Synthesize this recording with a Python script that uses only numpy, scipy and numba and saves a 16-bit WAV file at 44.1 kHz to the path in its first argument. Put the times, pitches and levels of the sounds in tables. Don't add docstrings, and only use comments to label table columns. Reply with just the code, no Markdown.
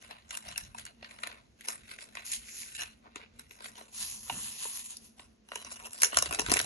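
import sys
import numpy as np
from scipy import signal
from scipy.fft import rfft, irfft, next_fast_len
from scipy.io import wavfile
from scipy.ndimage import uniform_filter1d, map_coordinates
from numba import njit

SR = 44100
rng = np.random.default_rng(int(sys.argv[2]) if len(sys.argv) > 2 else 0)


def bounce(signal):
    frames = np.transpose(np.atleast_2d(signal))
    limited = np.clip(frames, -1, 1)
    pcm = np.round(limited * 32767).astype(np.int16)
    wavfile.write(sys.argv[1], SR, pcm)


def decibels_to_gain(level_db):
    exponent = np.asarray(level_db, float) / 20
    return 10 ** exponent


N = 293309


def band(x, hz, width):
    return signal.lfilter(*signal.iirpeak(hz, hz / width, SR), x)


@njit
def bend(x, hz, width):
    y = np.empty_like(x)
    for c in range(len(x)):
        b, l = 0., 0.
        for i in range(x.shape[1]):
            g, k = np.tan(np.pi * hz[i] / SR), width / hz[i]
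            v = (b + g * (x[c, i] - l)) / (1 + g * (g + k))
            b, l, y[c, i] = 2 * v - b, l + 2 * g * v, k * v
    return y


def walk(rate):
    hold = int(SR / rate)
    steps = np.repeat(rng.standard_normal(N // hold + 1), hold)
    return 1.3 * uniform_filter1d(uniform_filter1d(steps, hold), hold)[:N]


def ring(x, modes, colour_db=None):
    total = 0
    for k, (hz, width, db) in enumerate(modes):
        if colour_db is None:
            mode = band(x, hz, width)
        else:
            centre = hz * (1 + 0.025 * walk(25))
            mode = bend(x * decibels_to_gain(colour_db[k]) + 1e-18, centre, float(width))
        total = total + (-1) ** k * decibels_to_gain(db) * mode
    return total


def part(x, ranged_modes, colour_db=None):
    edges, modes = ranged_modes
    within = signal.butter(3, edges, "band", fs=SR, output="sos")
    return signal.sosfilt(within, ring(x, modes, colour_db))


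def unit(x):
    return x / np.sqrt(np.mean(x ** 2))


def curve(table):
    s, *columns = np.transpose(table)
    return [np.interp(np.arange(N) / SR, s, c) for c in columns]


def swell(s, rise_s, t60_s):
    t = np.arange(N) / SR - s
    return decibels_to_gain(60 * np.minimum(t / rise_s, -t / max(t60_s, .02)))


def ports_apart(db):
    return decibels_to_gain(db * np.array([[-.5], [.5]]))


def pair(noise, alike):
    return alike * noise[0] + np.sqrt(1 - alike ** 2) * noise[1:]


def grains(per_s, spread_db, smear_ms):
    size_db = np.minimum(spread_db * rng.exponential(size=N), 5 * spread_db)
    hits = (rng.random(N) < per_s / SR) * decibels_to_gain(size_db)
    decay = np.exp(-1000 / (smear_ms * SR))
    return unit(np.sqrt(signal.lfilter([1], [1, -decay], hits ** 2)))


KITCHEN_DB = -68.5
# frequency in Hz, relative level in dB per Hz.
AIR_SPECTRUM = [(30, -22), (55, -33), (108, -16.5), (253, -14), (333, -14.5), (497, -18), (706, -22.5),
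                (800, -27), (6500, -32), (9500, -56), (12000, -56.5), (15600, -82)]


def kitchen_air():
    hz, db = np.transpose(AIR_SPECTRUM)
    f = np.fft.rfftfreq(N, 1 / SR) + 1
    shape = decibels_to_gain(np.interp(np.log(f), np.log(hz), db))
    air = irfft(rfft(rng.standard_normal((2, N))) * shape, N)
    return decibels_to_gain(KITCHEN_DB + 2.0 * walk(18)) * unit(air)


# frequency in Hz, width in Hz of each of two passes, rms level in dB before it wavers.
FRIDGE_MODES = [(225.5, 36.4, -69)]


def fridge():
    drone = 0
    for hz, width, db in FRIDGE_MODES:
        once = band(rng.standard_normal(N), hz, width)
        drone = drone + decibels_to_gain(db) * unit(band(once, hz, width))
    return drone * decibels_to_gain(2.0 * walk(15)) * ports_apart(0.8)


THUD_RISE_S, WORKTOP_AT_REST_DB = 0.13, -70
# frequency in Hz, width in Hz, level in dB.
WORKTOP_MODES = [(52.7, 16, 2.5), (84, 30.4, -1), (120, 53, -3.5), (235, 66, -20)]
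# frequency in Hz, width in Hz, level in dB.
WORKTOP_UPPER_MODES = [(120.5, 9.9, 5.8), (223, 55, 2.2)]
# time of the peak in seconds, t60 in seconds, level in dB,
# upper modes in dB above it.
WORKTOP_THUDS = [(.48, 0.33, -55, -3), (.625, 0.89, -51.5, -16), (3.45, 1.1, -65, -11),
                 (4.02, 1.9, -62, -1.5), (4.334, 0.81, -57, 7), (5.892, 0.18, -66, -13),
                 (6.02, 0.4, -59.5, -5), (6.18, 0.44, -49, -9), (6.3, 0.28, -45, -25), (6.43, .6, -49, -6),
                 (6.498, 0.32, -39.5, -7.5), (6.62, 1.2, -52, -7)]


def worktop():
    mid, side = ring(ring(rng.standard_normal((2, N)), WORKTOP_MODES), [(76.5, 90, 0)])
    low = unit(mid + 0.17 * side * np.array([[1], [-1]]))
    high = unit(ring(ring(rng.standard_normal(N), WORKTOP_UPPER_MODES), [(160, 210, 0)]))
    low_power = decibels_to_gain(WORKTOP_AT_REST_DB + 3.5 * walk(9)) ** 2
    high_power = 0
    for s, t60, db, upper_db in WORKTOP_THUDS:
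        thud = swell(s, THUD_RISE_S, t60)
        low_power = low_power + (decibels_to_gain(db) * thud) ** 2
        high_power = high_power + (decibels_to_gain(db + upper_db) * thud) ** 2
    return (np.sqrt(low_power) * low + np.sqrt(high_power) * high) * ports_apart(1.4)


def powers(sheet_db, body_db, edge_db):
    return decibels_to_gain(sheet_db + np.array([[body_db], [0], [edge_db]])) ** 2


RUSTLE_RISE_S = 0.17
EDGE_HASTE = 1.043
# time of its height in seconds, settling t60 of body and sheet in seconds, sheet drive in dB,
# hollow body in dB above it, bright edge in dB above it.
FINGER_RUSTLES = [(0.027, 0.61, -55, -6, 0), (0.113, 0.4, -49.5, -4, -29), (0.332, 0.76, -47, -4.5, 1),
                  (0.473, 0.57, -46, -4, -3), (.587, 0.27, -48, -13, 1), (0.797, 0.14, -47, -10, -0.5),
                  (0.875, 0.21, -52.5, -7.5, -9), (1.041, 0.4, -53.5, -4, -16),
                  (1.118, 0.74, -54, -2.5, -2), (1.206, 0.5, -62, -10, 2), (1.269, 0.4, -46, 0, -13),
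                  (1.618, 3.4, -58.5, -25, -6), (1.7, 0.25, -42.5, -5.5, 4.5), (1.89, 0.85, -52.5, -11, -1),
                  (2.024, 0.15, -51.5, -5.5, 7), (2.166, 1.1, -52, -6, -5.5), (2.479, 1.3, -56, -33, 1),
                  (2.62, 0.51, -54, -13, 0), (2.766, 0.23, -47, -35, 7.5), (2.79, 0.31, -37.5, -36, -9),
                  (2.818, 0.17, -38.5, -8, -1), (3.069, 0.17, -60.5, 5.5, -34),
                  (3.178, 0.38, -49.5, -4.5, -16), (3.405, 0.27, -56, -11, -2), (3.52, 0.36, -63.5, -8, 6),
                  (3.59, 2.5, -62, 0, -2), (3.653, 0.19, -45, -15.5, 1), (3.77, 0.52, -55, -1, 0),
                  (4.309, 0.66, -49, -3, -37), (5.204, 0.42, -61, -4, 2.5), (5.544, 1.4, -48, -7.5, -0.5),
                  (5.721, 0.28, -58, 1.5, 14), (5.861, 0.093, -45, -1, 1.5), (5.945, 0.58, -54, -7, 7.5),
                  (6.038, 0.19, -37.5, -7.5, 6.5), (6.13, 0.59, -44.5, -4, -2), (6.181, 0.12, -38, -18, 1),
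                  (6.23, 3.8, -47.5, -10, -1), (6.337, 0.43, -45.5, 2.5, 4), (6.47, 0.98, -48, -11, 4),
                  (6.519, 0.78, -36.5, -25, 0)]


def handling():
    power = 0
    for s, t60, *db in FINGER_RUSTLES:
        slow = swell(s, RUSTLE_RISE_S, t60) ** 2
        quick = swell(s, RUSTLE_RISE_S / EDGE_HASTE, t60 / EDGE_HASTE) ** 2
        power = power + powers(*db) * np.array([slow, slow, quick])
    return np.sqrt(power)


SNAP_STRAIN_S, SNAP_FLIP_S = .005, .0011
SNAP_T60_S, SHIVER_DB, SHIVER_T60_S = .008, -17, .035
# time in seconds, peak sheet drive in dB, hollow body in dB above it,
# bright edge in dB above it.
CREASE_SNAPS = [(0.109, -38, 4, -7), (0.307, -31.5, -20, -0.5), (0.3495, -35.5, -19, 0),
                (0.372, -37, -9, 4.5), (0.451, -46, -4, -3), (0.4863, -39, -3, 3), (0.5126, -37, -24, -2),
                (0.5586, -35, -14, -19), (0.5774, -30, -10, 5.5), (0.746, -45, 3, -4),
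                (0.7838, -36, -10.5, 0), (0.852, -43.5, -16, 4.5), (0.864, -38.5, -13.5, -1.5),
                (1.0263, -37.5, -1.5, -35), (1.0444, -36, -16, -25), (1.1098, -40, -14, -15),
                (1.187, -40, -6, -13), (1.2341, -27, -3, -8.5), (1.2712, -33, -0.5, -2),
                (1.315, -41.5, -4, -25), (1.6088, -44.5, -25, 0), (1.6844, -29, -6, 5.5),
                (1.9134, -34, -11.5, -10), (1.987, -38, -4, -7.5), (2.0144, -43, -18, -9),
                (2.152, -37.5, -4, -1.5), (2.17, -34, -8.5, -12), (2.2632, -56, -35, 14),
                (2.275, -48, -28, -15), (2.3169, -42, -19, 13.5), (2.322, -38, -28, 8),
                (2.332, -42, -28, 4), (2.631, -44.5, -17.5, -22), (2.749, -35.5, -33, 1),
                (3.158, -35.5, -1, -4.5), (3.394, -43, -11, 1.5), (3.5091, -41.5, -9, -7),
                (3.605, -44, -3, -5), (3.621, -49.5, -10, 5), (3.657, -36, -7.5, -23),
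                (3.754, -49, -4, -21), (3.81, -40.5, -1, -16), (4.2969, -25.5, 1.5, -20),
                (4.323, -39, -13, -18), (4.653, -51.5, 13.5, -8), (4.9685, -56, -32, 21),
                (5.1945, -41.5, -1.5, -10.5), (5.487, -46, -5, -4.5), (5.5176, -34, -4, -11),
                (5.534, -48.5, 9, -8), (5.556, -28.5, -8, 0), (5.647, -52, 9.5, 14),
                (5.7147, -42, -2.5, -10), (5.867, -59.5, 9, 3), (5.932, -41, -25, 4.5),
                (6.019, -21.5, -13.5, 4.5), (6.032, -15, -11, 2.5), (6.039, -29, -11, 3),
                (6.045, -22.5, -20, 5), (6.1215, -35.5, -11, -22), (6.129, -38, 12.5, -9),
                (6.1444, -30, -15, -2), (6.17, -19.5, -6.5, 4.5), (6.1722, -33.5, 2, 8),
                (6.181, -37, -13, 5.5), (6.1862, -21.5, -15, 5.5), (6.2234, -28.5, -1, 9.5),
                (6.258, -26.5, -5, -1), (6.264, -34, -12, -11), (6.3094, -33, 0.5, 0),
                (6.3254, -27, -6.5, -0.5), (6.3355, -29, -18, -2), (6.3466, -25, -22, 1),
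                (6.3547, -37, -13, 0), (6.388, -23.5, -6.5, -14.5), (6.3942, -19.5, -9, 1.5),
                (6.405, -32, -6, 7), (6.416, -39.5, 5.5, 11), (6.462, -27, -9, -3.5), (6.485, -31, -2, -9),
                (6.4962, -24, -10, -4), (6.503, -21.5, -6.5, -12), (6.516, -18, -3, 2.5),
                (6.5228, -28, 0, 6.5), (6.5377, -20.5, -6.5, 7), (6.558, -29.5, 1, 0),
                (6.568, -19, -9, 0.5), (6.5904, -25.5, -9.5, 8), (6.599, -20.5, -10.5, -5.5),
                (6.613, -38, -2, 14.5), (6.6436, -38, -1, 4)]


def snaps():
    power = np.zeros((3, N + 4096))
    t = np.arange(-512, 2048) / SR
    after = decibels_to_gain(-60 * t / SNAP_T60_S) + decibels_to_gain(SHIVER_DB - 60 * t / SHIVER_T60_S)
    shape = np.where(t < 0, decibels_to_gain(60 * t / SNAP_STRAIN_S), after)
    shape = uniform_filter1d(shape, int(SNAP_FLIP_S * SR))
    shape = shape / shape.max()
    for s, *db in CREASE_SNAPS:
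        i = int((s + .0005) * SR) - 512
        power[:, i:i + len(t)] += powers(*db) * shape ** 2
    return power[:, :N]


SLACK_MODE, TAUT_MODE, DEEP_MODES = 2, 3, 2
BODY_LEFT_DB = 1.5
PORTS_ALIKE = (0.85, 0.55, 0.77)
# time in seconds, lead of the taut sheet mode over the slack one in dB
# added to their own levels, gain on the deepest body modes in dB.
GRIP = [(0, -5.5, -13), (1.2, -8, -9), (1.7, -11, -3), (2.6, -22.5, -8), (2.78, 1.5, -7), (3.1, -14, -1.5),
        (4.3, -1, -3.5), (5.4, -4.5, -1.5), (6.0, -1, -3), (6.65, -5.5, 3.5)]
# frequency in Hz around which the mode wanders, width in Hz, level in dB.
PAPER_BODY = (262, 1960), [(339, 370, -4), (466, 166, 1), (648, 180, -4), (869, 177, 0.5),
              (1051, 312, -0.5)]
PAPER_SHEET = (1250, 4600), [(1598, 240, 4.2), (1810, 116, 6.7), (2330, 670, 0.94), (2820, 148, 13.84),
               (4280, 3000, 1.9), (4054, 100, 9.56)]
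PAPER_EDGE = (3650, 12900), [(5040, 1800, -4.5), (6060, 1630, -2), (7490, 1400, -3.5), (8550, 1320, 1),
              (9610, 1480, -2), (10920, 1840, -6.5)]


def paper():
    creases = grains(600, spread_db=2.4, smear_ms=.7) * decibels_to_gain(1.2 * walk(40))
    force = np.sqrt(snaps() + (handling() * creases) ** 2)
    noise = rng.standard_normal((3, N))
    taut_db, deep_db = curve(GRIP)
    sound = 0
    paper_parts = (PAPER_BODY, PAPER_SHEET, PAPER_EDGE)
    for push, which, alike, fickle_db in zip(force, paper_parts, PORTS_ALIKE, (2.5, 2.5, 2.0)):
        colour_db = np.array([fickle_db * walk(60) - fickle_db / 2 for _ in which[1]])
        if which is PAPER_SHEET:
            colour_db[SLACK_MODE] -= taut_db / 2
            colour_db[TAUT_MODE] += taut_db / 2
        if which is PAPER_BODY:
            colour_db[:DEEP_MODES] += deep_db
            push = push * ports_apart(-BODY_LEFT_DB)
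        rung = part(push * pair(noise, alike), which, colour_db)
        sound = sound + rung / np.std(part(noise[0, :SR], which))
    return sound


POUR_S, HEAP_DB = 3.6, 8
SUGAR_ALIKE = 0.42
# time in seconds, hiss drive in dB before it wavers.
SUGAR_FLOW = [(2.235, -81), (2.255, -43), (2.312, -43.5), (2.335, -34.5), (2.41, -53.5), (2.621, -44),
              (2.718, -53), (2.8, -100), (3.86, -100), (3.942, -44.5), (4.025, -35.5), (4.188, -47),
              (4.36, -40.5), (4.46, -42), (4.52, -42), (4.56, -46.5), (4.635, -35), (4.71, -45),
              (4.75, -39.5), (4.8, -39), (4.835, -49.5), (4.86, -41), (4.885, -51.5), (4.905, -44.5),
              (5.0, -63), (5.05, -53), (5.135, -74), (5.3, -98)]
# frequency in Hz around which the mode wanders, width in Hz, level in dB.
GRAIN_MODES = (270, 13400), [(1018, 345, -19), (1760, 240, -9.5), (2750, 760, -5), (4250, 1280, -3),
               (6430, 1440, -1), (8700, 1940, 4.5), (10700, 6800, -1)]


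def sugar():
    flow_db, = curve(SUGAR_FLOW)
    patter = grains(3000, spread_db=1.4, smear_ms=.3) * decibels_to_gain(flow_db + 1.2 * walk(30))
    noise = rng.standard_normal((3, N))
    colour_db = np.array([1.5 * walk(20) for _ in GRAIN_MODES[1]])
    colour_db[0] += HEAP_DB * (np.arange(N) > POUR_S * SR)
    rung = part(patter * pair(noise, SUGAR_ALIKE), GRAIN_MODES, colour_db)
    return rung / np.std(part(noise[0, :SR], GRAIN_MODES))


def room(x, bowl_t60_s, bowl_db, t60_s, level_db):
    t = np.arange(SR // 2) / SR
    fall = decibels_to_gain(bowl_db - 60 * t / bowl_t60_s) + decibels_to_gain(level_db - 60 * t / t60_s)
    echo = rng.standard_normal((2, len(t))) * fall * np.minimum(t / .002, 1)
    damp = 0.04
    echo = signal.lfilter([1 - damp], [1, -damp], echo)
    return signal.fftconvolve(x, echo, axes=1)[:, :N]


# time in seconds, delay of the right port after the left in ms.
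SACHET_PLACE = [(0, .42), (3.7, .42), (4.1, .12), (5.3, .06), (5.8, .27)]


def scene():
    left, right = paper() + sugar()
    delay_ms, = curve(SACHET_PLACE)
    late = map_coordinates(right, [np.arange(N) - delay_ms * SR / 1000], order=3)
    direct = np.array([left, late])
    echoes = room(direct, bowl_t60_s=.03, bowl_db=-30, t60_s=.22, level_db=-40)
    return direct + echoes + kitchen_air() + fridge() + worktop()


# frequency in Hz, share of the left port in the right, 0 to 1,
# phase in half turns by which the left is turned back and the right forward.
PORT_BLEND = [(5000, 0, 0), (6500, .75, 0), (7400, .75, .24), (7900, .998, .5), (9200, .998, .5),
              (9800, .75, .75), (10500, .94, 1)]


def blend_ports(x):
    size = next_fast_len(N)
    hz, shared, half_turns = np.transpose(PORT_BLEND)
    f = np.fft.rfftfreq(size, 1 / SR)
    share = np.interp(f, hz, shared)
    turn = np.exp(1j * np.pi * np.interp(f, hz, half_turns) * np.array([[-1], [1]]))
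    ports = rfft(x, size)
    ports[1] = share * ports[0] + np.sqrt(1 - share ** 2) * ports[1]
    return irfft(turn * ports, size)[:, :N]


def low_pass(x):
    return signal.sosfilt(signal.butter(12, 12850, fs=SR, output="sos"), x)


def record(dry):
    top_cut = signal.ellip(7, .5, 60, 11500, fs=SR, output="sos")
    mix = signal.sosfilt(top_cut, blend_ports(dry))
    return low_pass(mix)


dry = scene()
out = record(dry)
bounce(out)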